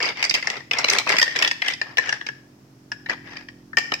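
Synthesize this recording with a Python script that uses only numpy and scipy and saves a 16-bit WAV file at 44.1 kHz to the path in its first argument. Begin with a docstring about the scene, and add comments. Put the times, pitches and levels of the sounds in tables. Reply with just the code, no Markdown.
"""Rummaging through seashells

A hand stirs large seashells heaped in a plastic basin, close by in a small room. Each knock is a brief,
chattering touch: the shell's wall clacks, its lip pings, its hollow rings at its own pitch near 2 kHz,
and the basin thuds. Between knocks the shells scrape and rattle. A low hum and a far motor lie below."""
import sys
import numpy as np
from scipy import signal
from scipy.fft import rfft, irfft
from scipy.io import wavfile
from scipy.ndimage import uniform_filter1d, minimum_filter1d

SR = 44100
rng = np.random.default_rng(int(sys.argv[2]) if len(sys.argv) > 2 else 0)


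def unload_audio(sound):
    """Save the sound as a 16-bit wav file, at the path given as the first command line argument."""
    columns = np.transpose(np.atleast_2d(sound))
    # keep every value between -1 and 1, then stretch to whole-number steps
    steps = np.round(np.clip(columns, -1, 1) * 32767)
    wavfile.write(sys.argv[1], SR, steps.astype(np.int16))


N = 176400
TOP_HZ = 16000
SHELL_T60_S, CRACK_T60_S, PING_T60_S = .014, .018, .0099  # a T60 is the time to fade by 60 dB


def undb(db):
    """Turn decibels into a gain."""
    return 10 ** (np.asarray(db) / 20)


def unit(x):
    """Scale each channel to energy 1."""
    return x / np.sqrt(np.sum(x ** 2, axis=-1, keepdims=True))


def strength(db):
    """The gain that gives a sound of energy 1 this level over 10 ms."""
    return undb(db) * np.sqrt(SR / 100)


def gains(curve, size):
    """Turn a curve of (Hz, dB) points into a gain for each frequency."""
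    hz, db = np.array(curve, float).T
    return undb(np.interp(np.log(np.fft.rfftfreq(size, 1 / SR) + 1), np.log(hz), db))


def through(x, response):
    """Pass a sound through a response (convolve), keeping its length."""
    return signal.fftconvolve(np.atleast_2d(x), np.atleast_2d(response), axes=-1)[:, :x.shape[-1]]


def colour(x, curve, size=1024):
    """Shape a sound's tone with a filter that never rings ahead of the sound."""
    cepstrum = irfft(np.log(gains(curve, size)))
    cepstrum[1:size // 2] *= 2
    cepstrum[size // 2 + 1:] = 0
    return through(x, irfft(np.exp(rfft(cepstrum)))[:size // 2])


def fade(t60, size, build_s=.0008):
    """Ringing builds up quickly, then dies away."""
    t = np.arange(size) / SR
    return (1 - np.exp(-t / build_s)) * np.exp(-np.log(1000) * t / t60)


def burst(t60, channels=2, size=3000):
    """Dying noise, like many close tones ringing at once."""
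    return unit(rng.standard_normal((channels, size)) * fade(t60, size))


def tones(hz, t60, size=3000):
    """Ringing tones that reach each side with their own strength and phase."""
    weight, phase = rng.uniform(0, 1, (2, 2, len(hz), 1))
    waves = np.sin(2 * np.pi * (np.outer(hz, np.arange(size)) / SR + phase))
    return unit(np.sum(weight * waves, axis=1) * fade(t60, size))


def add(out, start, x):
    """Mix a sound in, unless it starts outside the scene."""
    i = int(start * SR)
    if 0 <= i < N:
        out[:, i:i + x.shape[1]] += x[:, :N - i]


def air(level_db=-54):
    """A low rumble, mostly shared by both sides, and a faint hiss that is not."""
    # The tone of the noise. Each row: frequency in Hz, relative level in dB.
    tone = [(50, -29), (115, 3.5), (290, -3.5), (500, -8), (3900, -24.5), (5300, -19), (9000, -31.5)]
    noise = rfft(rng.standard_normal((3, N)))
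    apart = gains([(200, -15.5), (1500, 20)], N)
    stereo = (noise[0] + apart * noise[1:]) / np.hypot(1, apart)
    return undb(level_db) * np.sqrt(N) * unit(irfft(stereo * gains(tone, N), N))


def hum(pitch_hz=128.4, level_db=-56.5):
    """A low, wavering hum: a very narrow band of noise."""
    hz = np.fft.rfftfreq(N, 1 / SR)
    band = rfft(rng.standard_normal(N)) / (1 + ((hz - pitch_hz) / 10) ** 2)
    return undb(level_db) * np.sqrt(N) * unit(irfft(band, N))


def motor(resonance_hz=280, width_hz=45, count=9):
    """A distant motor speeds up and slows; its odd harmonics glide through one low resonance."""
    # The motor's run. Each row: time in seconds, cycles per second, level at the resonance in dB.
    run = [(2.299, 21, -54.5), (2.7, 24.2, -56.5), (3.2, 21.5, -49), (3.7, 22, -51)]
    times, rates, levels = np.array(run).T
    t = np.arange(N) / SR
    rate, db = np.interp(t, times, rates), np.interp(t, times, levels)
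    harmonics = 2 * np.arange(count)[:, None] + 1
    weight = 1 / np.hypot(1, (harmonics * rate - resonance_hz) / width_hz)
    cycles = harmonics * np.cumsum(rate) / SR + rng.uniform(0, 1, (count, 1))
    return undb(db) * np.sum(weight * np.sin(2 * np.pi * cycles), axis=0)


def contact(mean_delay_s=.002, chatter=.38, count=12, size=3000):
    """A first touch, then ridges chattering over each other for a few milliseconds."""
    push = np.zeros(size)
    push[0] = 1
    bumps = (rng.gamma(2, mean_delay_s / 2, count) * SR).astype(int)
    push[np.minimum(bumps, size - 1)] += chatter * rng.standard_normal(count)
    return push


def wall_clack(hz):
    """The shell's wall rings with one main tone, a cluster of others and a noisy crack."""
    # The tone of the clack. Each row: frequency in Hz, gain in dB.
    tone = [(1300, -42), (2250, 0.5), (2800, -2.5), (4200, -13), (5500, -26.5)]
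    cluster = tones(rng.uniform(2106, 4292, 8), SHELL_T60_S) + undb(-5.5) * burst(CRACK_T60_S)
    return unit(colour(cluster, tone)) + undb(-4) * tones([hz], SHELL_T60_S)


def lip_ping(hz, clack_db):
    """The shell's lip gives a bright crack and two close tones; weaker knocks sound duller."""
    # The tone of the ping. Each row: frequency in Hz, gain in dB.
    tone = [(3500, -15), (4900, 9), (7000, -5), (8800, -15), (9800, -29.5), (14200, -13.5), (16000, -36.5)]
    pair_hz = hz * np.exp(.039 * rng.standard_normal(2))
    ping = tones(pair_hz, PING_T60_S) + undb(11) * burst(CRACK_T60_S)
    cutoff_hz = min(9900 * 2 ** (np.clip(clack_db + 28, -20, 10) / 20), TOP_HZ)
    return colour(signal.lfilter(*signal.butter(2, cutoff_hz, fs=SR), ping), tone)


def hollow_ring(hz, band_hz=(1480, 2245)):
    """The shell's hollow rings at its own pitch, with weaker tones around it."""
    ring = tones([hz], t60=.028) + undb(-7.5) * tones(rng.uniform(*band_hz, 8), SHELL_T60_S)
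    return signal.lfilter(*signal.butter(2, band_hz, "bandpass", fs=SR), ring)


def basin_thud(t60=.03, low_cut_hz=151):
    """The plastic basin answers with a dull thud that dies quickly."""
    # The tone of the basin. Each row: frequency in Hz, gain in dB.
    tone = [(190, -6), (450, 5), (1400, 5.5), (2000, -42)]
    ring = colour(burst(t60, channels=1) + .83 * burst(t60), tone)
    return unit(signal.lfilter(*signal.butter(4, low_cut_hz, "highpass", fs=SR), ring))


def shell_pitches(t):
    """The three pitches of the shell that the hand is moving at time t."""
    # The shells in turn. Each row: start in seconds, then hollow, wall and lip pitch in Hz.
    shells = [(0, 2195, 2700, 4746), (.305, 2065, 2614, 5100), (.78, 2157, 4100, 5525),
              (1.11, 1956, 2655, 4780), (1.21, 1840, 3409, 5247), (1.6, 2010, 3214, 5400),
              (1.8, 1805, 2890, 5410), (2.05, 1717, 2835, 5600), (3.05, 1814, 2385, 5171)]
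    rows = np.array(shells)
    return rows[np.searchsorted(rows[1:, 0], t), 1:]


def knock(pitches, clack_db, hollow_db, ping_db, basin_db):
    """One contact shakes a shell's wall, lip and hollow, and the basin under it."""
    hollow_hz, wall_hz, lip_hz = pitches
    push = contact()
    lean_left_db = np.array([[2], [-2]])
    parts = [(wall_clack(wall_hz), clack_db), (lip_ping(lip_hz, clack_db), ping_db),
             (hollow_ring(hollow_hz), hollow_db + lean_left_db), (basin_thud(), basin_db)]
    return sum(strength(db) * unit(through(part, push)) for part, db in parts)


def scrapes(knocks_per_s=260, scatter_db=6):
    """A shell dragged over the heap sets off a swarm of tiny knocks on its neighbours."""
    # Each row: start in seconds, length in seconds, clack level in dB, basin in dB above the clack.
    drags = [(-.05, 0.18, -33, 0), (.15, .15, -37, -4), (0.341, 0.063, -35.5, -4), (0.419, .19, -40.5, 0),
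             (0.717, 0.13, -34.5, -1), (0.849, .17, -31.5, 0.5), (1.061, .12, -29, 0),
             (1.214, .14, -41, -10), (1.34, 0.14, -34, -1.5), (1.617, 0.13, -33.5, -9.5),
             (1.807, 0.15, -54.5, 5.5), (1.985, 0.19, -39, -4.5), (3.084, 0.06, -37.5, 2),
             (3.239, 0.2, -49, -2.5)]
    out = np.zeros((2, N))
    for start, length, db, basin_db in drags:
        count = max(int(knocks_per_s * length), 2)
        progress = (np.arange(count) + rng.uniform(0, 1, count)) / count
        swell = np.sqrt(np.sin(np.pi * progress))
        shares = unit(undb(scatter_db * rng.uniform(-1.3, 1, count)) * swell)
        levels = db + 20 * np.log10(shares * np.sqrt(length * 100))  # together they average db
        for t, clack_db in zip(start + progress * length, levels):
            hollow_db, ping_db = clack_db + rng.normal((3.5, -5.5), 2.28)
            pitches = shell_pitches(t) * np.exp(.1 * rng.standard_normal(3))
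            add(out, t, knock(pitches, clack_db, hollow_db, ping_db, clack_db + basin_db))
    return out


def knocks():
    """Shell hits shell in clear, separate knocks."""
    # Each row: start in seconds, then the levels of the clack, the hollow and the ping in dB.
    hits = [(.027, -25.5, -34.5, -21), (.054, -32, -36.5, -23), (.088, -25, -38.5, -28.5),
            (.226, -20, -20.5, -24.5), (0.24, -29, -23, -21), (.249, -30, -32.5, -21),
            (0.295, -38, -31, -15), (.309, -22, -26.5, -26.5), (.340, -19.5, -26, -20),
            (.349, -19, -23, -20.5), (0.425, -31.5, -26, -34.5), (.471, -31, -19.5, -24.5),
            (0.5, -26, -30, -27), (.711, -17.5, -24.5, -27.5), (.733, -20.5, -35.5, -29.5),
            (0.785, -27.5, -27.5, -19.5), (0.843, -15, -26.5, -22.5), (.884, -19.5, -21, -23.5),
            (.899, -23, -32.5, -14.5), (.932, -21, -27.5, -26), (.985, -16, -32.5, -19.5),
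            (1.092, -25, -20, -25), (1.119, -21, -22.5, -24), (1.166, -24, -29.5, -23.5),
            (1.184, -16, -19, -18.5), (1.196, -24, -23.5, -18.5), (1.215, -20, -16.5, -17.5),
            (1.226, -19.5, -12, -15), (1.277, -35, -22.5, -41.5), (1.36, -23, -20.5, -26.5),
            (1.388, -24, -34.5, -23.5), (1.424, -13, -19.5, -19.5), (1.447, -17.5, -21.5, -25),
            (1.475, -20.5, -26.5, -22.5), (1.512, -24, -20, -24.5), (1.619, -21, -20, -31.5),
            (1.682, -20, -22.5, -26), (1.735, -33.5, -36.5, -28), (1.814, -27, -20, -28.5),
            (1.971, -22.5, -28, -32.5), (1.981, -19.5, -11, -24), (2.091, -26.5, -21, -29),
            (2.125, -31.5, -20, -26.5), (2.211, -38.5, -29, -52), (2.265, -30, -33, -32),
            (2.287, -37, -24.5, -39.5), (2.917, -35.5, -25.5, -31.5), (3.06, -39.5, -32, -49),
            (3.096, -31.5, -20.5, -32), (3.368, -34.5, -40.5, -37), (3.485, -42, -38, -44.5),
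            (3.731, -59.5, -32, -59.5), (3.770, -13, -9, -15.5), (3.783, -22.5, -41, -22.5),
            (3.919, -23.5, -24, -32.5), (3.938, -24, -30.5, -22.5)]
    out = np.zeros((2, N))
    for start, clack_db, hollow_db, ping_db in hits:
        basin_db = max(clack_db, hollow_db) - 14.5
        add(out, start, knock(shell_pitches(start), clack_db, hollow_db, ping_db, basin_db))
    return out


def heavy_drops():
    """Heavy shells drop on the basin and make it thud."""
    # Each row: start in seconds, level in dB.
    drops = [(0.788, -26.5), (.844, -26), (1.068, -24), (3.774, -24), (3.92, -24.5)]
    out = np.zeros((2, N))
    for start, db in drops:
        add(out, start, strength(db) * basin_thud())
    return out


def spine_ticks(band_hz=(5950, 9100)):
    """A shell's spines snap past an edge with a glassy tick."""
    # Each row: start in seconds, level in dB.
    snaps = [(.926, -34), (.934, -29.5), (1.092, -31.5), (1.423, -34), (1.682, -35)]
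    out = np.zeros((2, N))
    for start, db in snaps:
        tick = signal.lfilter(*signal.butter(2, band_hz, "bandpass", fs=SR), burst(PING_T60_S))
        add(out, start, strength(db) * unit(tick))
    return out


def room(x, delay_s=.0072):
    """Add quick echoes from inside the basin and the room's longer tail."""
    echo = undb(-12.5) * burst(t60=.064, size=SR) + undb(-13.5) * burst(t60=.52, size=SR)
    return x + through(x, np.pad(echo, ((0, 0), (int(delay_s * SR), 0))))


def scene():
    """The shells in the room, over the quiet background."""
    shells = knocks() + heavy_drops() + spine_ticks() + scrapes()
    return room(shells) + air() + hum() + motor()


def record(dry, ceiling=.85, limiter_s=.004):
    """Each microphone has its own tone; a limiter holds the hardest knocks; the top treble is cut."""
    # The balance of the two microphones. Each row: frequency in Hz, left minus right in dB.
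    balance = [(500, -2), (2400, 4.5), (3300, -3), (4200, -6.5), (4900, -18), (5800, 5), (9000, -0.5)]
    ratio = gains(balance, N)
    sides = np.array([ratio, np.ones_like(ratio)]) * np.sqrt(2 / (1 + ratio ** 2))
    heard = irfft(rfft(dry) * sides, N)
    span = int(limiter_s * SR)
    allowed_gain = ceiling / np.maximum(np.abs(heard).max(axis=0), ceiling)
    limited = heard * uniform_filter1d(minimum_filter1d(allowed_gain, span), span)
    return signal.sosfilt(signal.ellip(8, .2, 70, TOP_HZ, fs=SR, output="sos"), limited)


dry = scene()
out = record(dry)
unload_audio(out)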